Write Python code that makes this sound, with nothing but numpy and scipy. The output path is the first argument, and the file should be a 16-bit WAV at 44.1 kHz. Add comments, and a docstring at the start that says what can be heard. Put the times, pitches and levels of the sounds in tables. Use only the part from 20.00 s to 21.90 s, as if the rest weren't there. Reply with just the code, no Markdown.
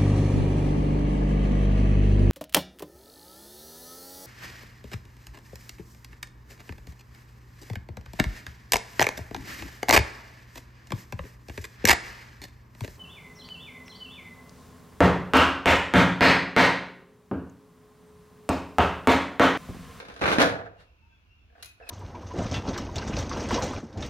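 """A paved yard on two microphone ports, over a low outdoor rumble that runs from start to end.
First the loose plates of a heavy adjustable dumbbell jiggle, clatter into their cradle and land;
each blow is shaped noise plus a crack, over decaying sine modes of the steel stand and dull thuds.
Then faint birds whistle in gliding tones, and the weight dial turns with soft rubbing noise,
hollow resonant knocks and bright clicks. The walls answer hits and birds with a decaying noise tail."""
import sys
import numpy as np
from scipy import signal
from scipy.fft import irfft
from scipy.io import wavfile
from scipy.ndimage import uniform_filter1d

SR = 44100
rng = np.random.default_rng(int(sys.argv[2]) if len(sys.argv) > 2 else 0)


def store_wav(level_fs):
    """Save 16-bit WAV to argv[1]."""
    pcm = np.round(np.clip(np.atleast_2d(level_fs), -1, 1) * 32767)
    wavfile.write(sys.argv[1], SR, pcm.T.astype(np.int16))


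N = 83790  # length in samples, 1.9 s

STRIKE_N = 8192  # samples in one strike
HZ = np.fft.rfftfreq(STRIKE_N, 1 / SR)
T = np.arange(SR) / SR  # one second
T_SCENE = np.arange(N) / SR


def amp(db):
    """Amplitude of a level in dB."""
    return 10 ** (np.asarray(db) / 20)


def unit(x):
    """Scales a signal to an RMS of one."""
    return x / np.sqrt(np.mean(abs(x) ** 2) + 1e-20)


def fall(t, t60):
    """Exponential decay that loses 60 dB in t60 seconds."""
    return np.exp(-np.log(1000) * t / t60)


def read(points, hz, column=1):
    """A column of a table, joined on a log-frequency axis."""
    p = np.array(points)
    return np.interp(np.log(hz + 1), np.log(p[:, 0]), p[:, column])


def add(mix, start_s, sound):
    """Lays a sound into the mix and cuts it at the end of the scene."""
    part = mix[:, max(round(start_s * SR), 0):][:, :sound.shape[1]]
    part += sound[:, :part.shape[1]]


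# the two microphone ports: pitch_hz, likeness (0 to 1), left_lead_rad, left_minus_right_db
MIC_PORTS = [(50.8, 1, .05, -2.5), (200, 0.86, 0.89, -1), (561, .72, 0.83, -1.5), (1260, 0.17, 2.47, -1.5),
             (3200, 0.1, 3, 1), (6940, .15, 3, 7.5), (9700, .15, 1.6, 2), (14000, .15, 3.9, 8.5)]


def ports(hz):
    """Complex gain of the left and right port: half the level and phase difference on each side."""
    level = amp(read(MIC_PORTS, hz, column=3) / 2)
    left = level * np.exp(.5j * read(MIC_PORTS, hz, column=2))
    return np.array([left, 1 / left])


def scatter(hz):
    """A random-phase spectrum, partly shared by both ports as their likeness says."""
    a, b = np.exp(2j * np.pi * rng.random((2, len(hz))))
    same = np.clip(read(MIC_PORTS, hz), 0, 1)
    right = same * a + np.sqrt(1 - same ** 2) * b
    return ports(hz) * np.array([a, right])


def above(hz):
    """A smooth step over frequency, from 0 to 1 around hz."""
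    return HZ ** 3 / (HZ ** 3 + hz ** 3)


def resonances(table):
    """Gain over frequency of a set of damped resonances, summed in power."""
    power = 0
    for hz, width, db in table:
        detuning = (HZ ** 2 - hz ** 2) / (width * HZ + 1)
        power = power + amp(db) ** 2 / (1 + detuning ** 2)
    return np.sqrt(power)


def hiss(spectrum):
    """Steady random-phase noise of a given colour, at an RMS of one."""
    hz = np.fft.rfftfreq(N, 1 / SR)
    return unit(irfft(scatter(hz) * amp(read(spectrum, hz)), N))


def strike(colour, t60, crack_db, rise_s):
    """One contact: a short minimum-phase crack and the brief dense ring of the part."""
    t = T[:STRIKE_N]
    rise = 1 - np.exp(-(t / rise_s) ** 2)
    ring = unit(irfft(scatter(HZ) * colour)) * fall(t, t60) * rise
    # the phase that packs the colour's energy as early as possible
    log_gain = np.log(np.maximum(colour / colour.max(), 1e-4))
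    mirrored = np.r_[log_gain, log_gain[-2:0:-1]]
    phase = -signal.hilbert(mirrored).imag[:len(HZ)]
    crack = irfft(np.exp(log_gain + 1j * phase) * ports(HZ))
    crack = np.roll(crack, 24, axis=1)  # room for what precedes the peak
    crack = crack * (t < .1) * (1 - np.exp(-(t / .0003) ** 2))
    return ring + amp(crack_db) * crack * np.linalg.norm(ring) / np.linalg.norm(crack)


# decay of the echo between the walls: pitch_hz, t60_s
YARD_DECAY = [(80, 0.53), (250, 0.39), (650, 0.55), (1500, .44), (3500, .36), (7000, 0.3), (13000, .28)]
YARD_RISE_S = 0.004


def yard(dry, wet_db):
    """Adds the diffuse echo of the walls: a noise tail whose bands each die at their own speed."""
    hz = np.fft.rfftfreq(SR, 1 / SR)
    noise = scatter(hz)
    nodes = np.log([pitch_hz for pitch_hz, _ in YARD_DECAY])
    tail = np.zeros((2, SR))
    for pick, (_, t60) in zip(np.eye(len(YARD_DECAY)), YARD_DECAY):
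        band = np.interp(np.log(hz + 1), nodes, pick)  # overlapping triangles
        tail += irfft(noise * band) * fall(T, t60)
    tail *= 1 - np.exp(-T / YARD_RISE_S)
    tail /= np.linalg.norm(tail)
    source = dry.sum(0)[None]
    return dry + amp(wet_db) * signal.fftconvolve(source, tail, axes=1)[:, :N]


# colour of the outdoor rumble: pitch_hz, relative_level_db
AIR_COLOUR = [(18, -34.5), (30, -11), (50, -0.5), (70, 3), (100, -3.5), (140, -15), (250, -17.5),
              (500, -27.5), (1000, -27), (1600, -25), (1900, -33), (2500, -20), (3400, -32), (4500, -36),
              (6300, -41.5), (8000, -52.5), (15000, -48.5)]
AIR_DB = -60  # RMS


def air():
    """Low outdoor rumble: steady noise weighted to the bass."""
    return amp(AIR_DB) * hiss(AIR_COLOUR)


# bird notes: start_s, length_s, start_hz, end_hz, level_db (before echo)
BIRD_NOTES = [(0.77, 0.046, 2822, 2770, -67), (0.84, 0.085, 2708, 2670, -73),
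              (0.975, 0.042, 2738, 2677, -74), (1.015, 0.045, 2685, 2583, -68),
              (1.012, 0.085, 895, 945, -70.5), (1.077, .11, 2683, 2580, -71.5),
              (1.086, .12, 3407, 3420, -75.5), (1.112, 0.041, 1560, 1590, -69.5),
              (1.25, 0.042, 2874, 2780, -73.5), (1.286, 0.065, 2710, 2800, -65.5),
              (1.374, 0.076, 2695, 2650, -69.5), (1.38, .11, 3410, 3485, -79.5),
              (1.593, 0.037, 2860, 2740, -64.5), (1.65, 0.056, 2535, 2505, -57.5),
              (1.823, 0.024, 2695, 2480, -52.5), (1.864, 0.026, 2666, 2440, -49.5)]
NOTE_WAVER = 0.011  # RMS share of the pitch
NOTE_OCTAVE_DB, NOTE_WET_DB = -19.5, -1.5


def bird():
    """Thin wavering whistles: gliding sines with a weak octave, echoed by the yard."""
    out = np.zeros((2, N))
    for start_s, length_s, start_hz, end_hz, level_db in BIRD_NOTES:
        u = np.arange(0, length_s, 1 / SR) / length_s  # progress, 0 to 1
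        waver = unit(uniform_filter1d(rng.standard_normal(SR), size=120))[:len(u)]
        glide_hz = start_hz + (end_hz - start_hz) * u
        turn = 2 * np.pi * np.cumsum(glide_hz * (1 + NOTE_WAVER * waver)) / SR
        whistle = np.sin(turn) + amp(NOTE_OCTAVE_DB) * np.sin(2 * turn)
        swell = np.sqrt(np.sin(np.pi * u))
        add(out, start_s, amp(level_db) * (swell * whistle)[None])
    return yard(out, NOTE_WET_DB)


# hand and dial rubbing: peak_s, rise_s, fall_s (time constants), level_db (at the peak)
RUB_SWELLS = [(0.808, 0.022, 0.037, -55), (1.605, 0.035, 0.06, -60), (1.782, .006, 0.016, -69),
              (1.882, 0.022, 0.026, -52)]
# colour of the rubbing: pitch_hz, relative_level_db
RUB_COLOUR = [(60, -18), (500, 4.5), (1000, 4), (1700, 5), (2500, -3.5), (4000, -2.5), (6500, -18),
              (8000, -19), (11000, -21), (16000, -40)]


def rubs():
    """Soft friction: noise that swells and fades exponentially."""
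    swell = np.zeros(N)
    for peak_s, rise_s, fall_s, level_db in RUB_SWELLS:
        distance = np.maximum((peak_s - T_SCENE) / rise_s, (T_SCENE - peak_s) / fall_s)
        swell += amp(level_db) * np.exp(-distance)
    return hiss(RUB_COLOUR) * swell


# the dial's detent snapping: start_s, level_db (before decay and echo), treble_db
DETENT_CLICKS = [(1.625, -37, -0.5), (1.6284, -36, -9), (1.6447, -41.5, 0), (1.657, -41, 1),
                 (1.890, -29, 7), (1.894, -30, -3)]
# resonances of the detent: pitch_hz, width_hz, relative_level_db
DETENT_RESONANCES = [(1470, 490, -4), (2590, 1400, -2), (4026, 160, 9), (5550, 550, -5.5),
                     (6720, 350, -4.5), (8700, 600, -19), (10450, 320, 4), (11600, 900, -18.5),
                     (13600, 280, -3)]
CLICK_TREBLE_HZ = 7000
CLICK_T60_S, CLICK_RISE_S = 0.043, 0.0009
CLICK_CRACK_DB, CLICK_WET_DB = -17, -5


def dial():
    """Bright metallic snaps of the detent: short strikes on its high resonances."""
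    out = np.zeros((2, N))
    body = resonances(DETENT_RESONANCES)
    for start_s, level_db, treble_db in DETENT_CLICKS:
        colour = body * amp(treble_db * above(CLICK_TREBLE_HZ))
        click = strike(colour, CLICK_T60_S, CLICK_CRACK_DB, CLICK_RISE_S)
        add(out, start_s, amp(level_db) * click)
    return yard(out, CLICK_WET_DB)


# weight bearing on the stand: start_s, pitch_hz, level_db (before decay), t60_s
DULL_THUDS = [(0.088, 196, -42, 0.093), (0.13, 60.5, -47, 0.34), (0.238, 78, -29, 0.26),
              (0.214, 208, -34.5, 0.13), (0.3831, 243.2, -13, 0.085), (0.789, 165.4, -57.5, 0.27),
              (1.654, 101, -56.5, 0.31)]
THUD_RISE_S = 0.0012


def thuds():
    """Low, quickly damped swings of the cradle: single decaying sines."""
    out = np.zeros((2, N))
    rise = 1 - np.exp(-(T / THUD_RISE_S) ** 2)
    for start_s, pitch_hz, level_db, t60_s in DULL_THUDS:
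        swing = np.exp(2j * np.pi * pitch_hz * T) * fall(T, t60_s) * rise
        heard = (ports(np.array([pitch_hz])) * swing).imag
        add(out, start_s, amp(level_db) * heard)
    return out


# modes of the steel stand: pitch_hz, relative_level_db, t60_s
STAND_MODES = [(49.17, -35.5, .9), (102.7, -21.5, 0.9), (162.8, -27.5, .7), (198, -17, 0.46),
               (274.9, -11.5, .4), (315, -17, 0.42), (372, -23.5, 0.26), (441.7, -5.5, 0.15),
               (545.4, -14, 0.39), (607.3, -20, 0.42), (680, -13.5, 0.55), (752, -18.5, .56),
               (785, -19.5, .45), (892, -22.5, 0.33), (1007, -57.5, 5), (1507, -20.5, 0.79),
               (1650, -24.5, .45)]
STAND_DB = -4.5  # all modes, against the level of each blow


def stand():
    """The stand's modes ring at every plate blow, each time in new random phases."""
    hz, mode_db, t60 = np.transpose(STAND_MODES)
    out = np.zeros((2, N))
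    turning = np.exp((2j * np.pi * hz - np.log(1000) / t60)[:, None] * T_SCENE)
    rise = 1 - np.exp(-T_SCENE / .003)
    waves = amp(STAND_DB + mode_db)[:, None] * turning * rise
    parts = np.vstack([waves.real, -waves.imag])
    gains = ports(hz)
    for start_s, level_db, _, _ in PLATE_BLOWS:
        kick = gains * np.exp(2j * np.pi * rng.random(len(hz)))
        # the real part of kick times waves, summed over the modes
        ringing = np.hstack([kick.real, kick.imag]) @ parts
        add(out, start_s, amp(level_db) * ringing)
    return out


# plates rocking against one another: start_s, level_db (before decay and echo)
PLATE_KNOCKS = [(0.001, -45), (0.1, -41), (0.24, -26.5), (0.425, -16.5), (0.555, -32), (0.59, -33),
                (0.612, -38), (0.66, -37.5), (1.5, -64), (1.525, -62), (1.552, -51), (1.58, -54.5),
                (1.598, -55), (1.626, -51.5), (1.80, -46.5), (1.811, -46), (1.823, -48), (1.835, -46.5),
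                (1.87, -54.5), (1.89, -43.5)]
# hollow resonances of the plates: pitch_hz, width_hz, relative_level_db
PLATE_RESONANCES = [(450, 12, -4.5), (500, 22, -2.5), (667, 20, -2.5), (706, 11, 2.5), (1340, 70, -18.5),
                    (1560, 90, -9.5), (1690, 150, -11)]
KNOCK_T60_S, KNOCK_RISE_S = 0.091, 0.0005
KNOCK_CRACK_DB, KNOCK_WET_DB = -21.5, -9.5


def plates():
    """Hollow knocks as the plates rock: strikes on their resonances with the treble held down."""
    out = np.zeros((2, N))
    colour = resonances(PLATE_RESONANCES) * amp(-18 * above(5200))
    for start_s, level_db in PLATE_KNOCKS:
        knock = strike(colour, KNOCK_T60_S, KNOCK_CRACK_DB, KNOCK_RISE_S)
        add(out, start_s, amp(level_db) * knock)
    return yard(out, KNOCK_WET_DB)


# plates striking the cradle: start_s, level_db (before decay and echo), bass_db, treble_db
PLATE_BLOWS = [(0.001, -36.5, -7.5, 4.5), (0.027, -46.5, -2, 0), (0.051, -44.5, 3.5, 5.5),
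               (0.072, -53.5, 0, 4), (0.084, -41.5, -10, 4.5), (0.099, -42, -4, -0.5),
               (0.119, -48.5, -4, 8), (0.14, -50, -1.5, 14), (0.163, -42, -8.5, 4.5),
               (0.177, -49.5, -2, 4.5), (0.193, -42.5, -6.5, 4), (0.2095, -37.5, -1.5, 5),
               (0.214, -24, 2.5, -5), (0.22, -23, 4.5, -6), (0.229, -25, -2, -4.5),
               (0.238, -19.5, -0.5, -7), (0.256, -19, -20, -7.5), (0.264, -24.5, -17, 0.5),
               (0.278, -20, -1.5, -2.5), (0.285, -23, -9.5, -0.5), (0.297, -26, -10, 3.5),
               (0.306, -26, 2.5, 1), (0.316, -20.5, -0.5, 1.5), (0.325, -22.5, 7.5, 5),
               (0.332, -24.5, -9, 5.5), (0.384, -17.5, 1.5, 1.5), (0.395, -17.5, -3, -7.5),
               (0.401, -16, -4, 5), (0.410, -19, 1.5, 1.5), (0.4167, -13, -4, 4), (0.43, -25, 0.5, -2.5),
               (0.457, -26.5, -13.5, -2), (0.485, -30.5, 0, -36), (0.519, -35, 11, -12),
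               (0.553, -38.5, 30, -23), (0.652, -49, -12, -10)]
# dense ring of the loaded cradle: pitch_hz, relative_level_db
CLATTER_COLOUR = [(25, -40), (60, -23.5), (100, -10), (140, -8), (220, -4.5), (450, -4), (700, -6),
                  (1050, -7), (1550, -4), (2000, -10.5), (2500, -10.5), (3000, -16.5), (4000, -15.5),
                  (4800, -23.5), (6300, -27.5), (7800, -35.5), (10500, -34.5), (14500, -49), (16000, -53)]
BASS_HZ, TREBLE_HZ = 270, 2960  # where each blow's bass and treble tilt set in
CLATTER_T60_S, CLATTER_RISE_S = 0.083, 0.00088
CLATTER_CRACK_DB, CLATTER_WET_DB = -5.5, -2.5


def dumbbell():
    """Plates clatter into the cradle: dense strikes, each with its own bass and treble."""
    out = np.zeros((2, N))
    body_db = read(CLATTER_COLOUR, HZ)
    for start_s, level_db, bass_db, treble_db in PLATE_BLOWS:
        tilt_db = bass_db * (1 - above(BASS_HZ)) + treble_db * above(TREBLE_HZ)
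        colour = amp(body_db + tilt_db)
        blow = strike(colour, CLATTER_T60_S, CLATTER_CRACK_DB, CLATTER_RISE_S)
        add(out, start_s, amp(level_db) * blow)
    return yard(out, CLATTER_WET_DB)


def scene():
    """The whole yard at the microphone ports, background first."""
    background = air() + bird()
    handling = rubs() + dial()
    landing = thuds() + stand() + plates() + dumbbell()
    return background + handling + landing


CEILING = .75  # full scale is 1
EDGE_HZ = 15900


def record(dry):
    """Soft overload on the hardest peaks, then the recorder's band limit."""
    held = dry / (1 + (dry / CEILING) ** 4) ** .25
    lowpass = signal.firwin(511, EDGE_HZ, window=("kaiser", 9), fs=SR)
    return signal.oaconvolve(held, lowpass[None], "same")


dry = scene()
out = record(dry)
store_wav(out)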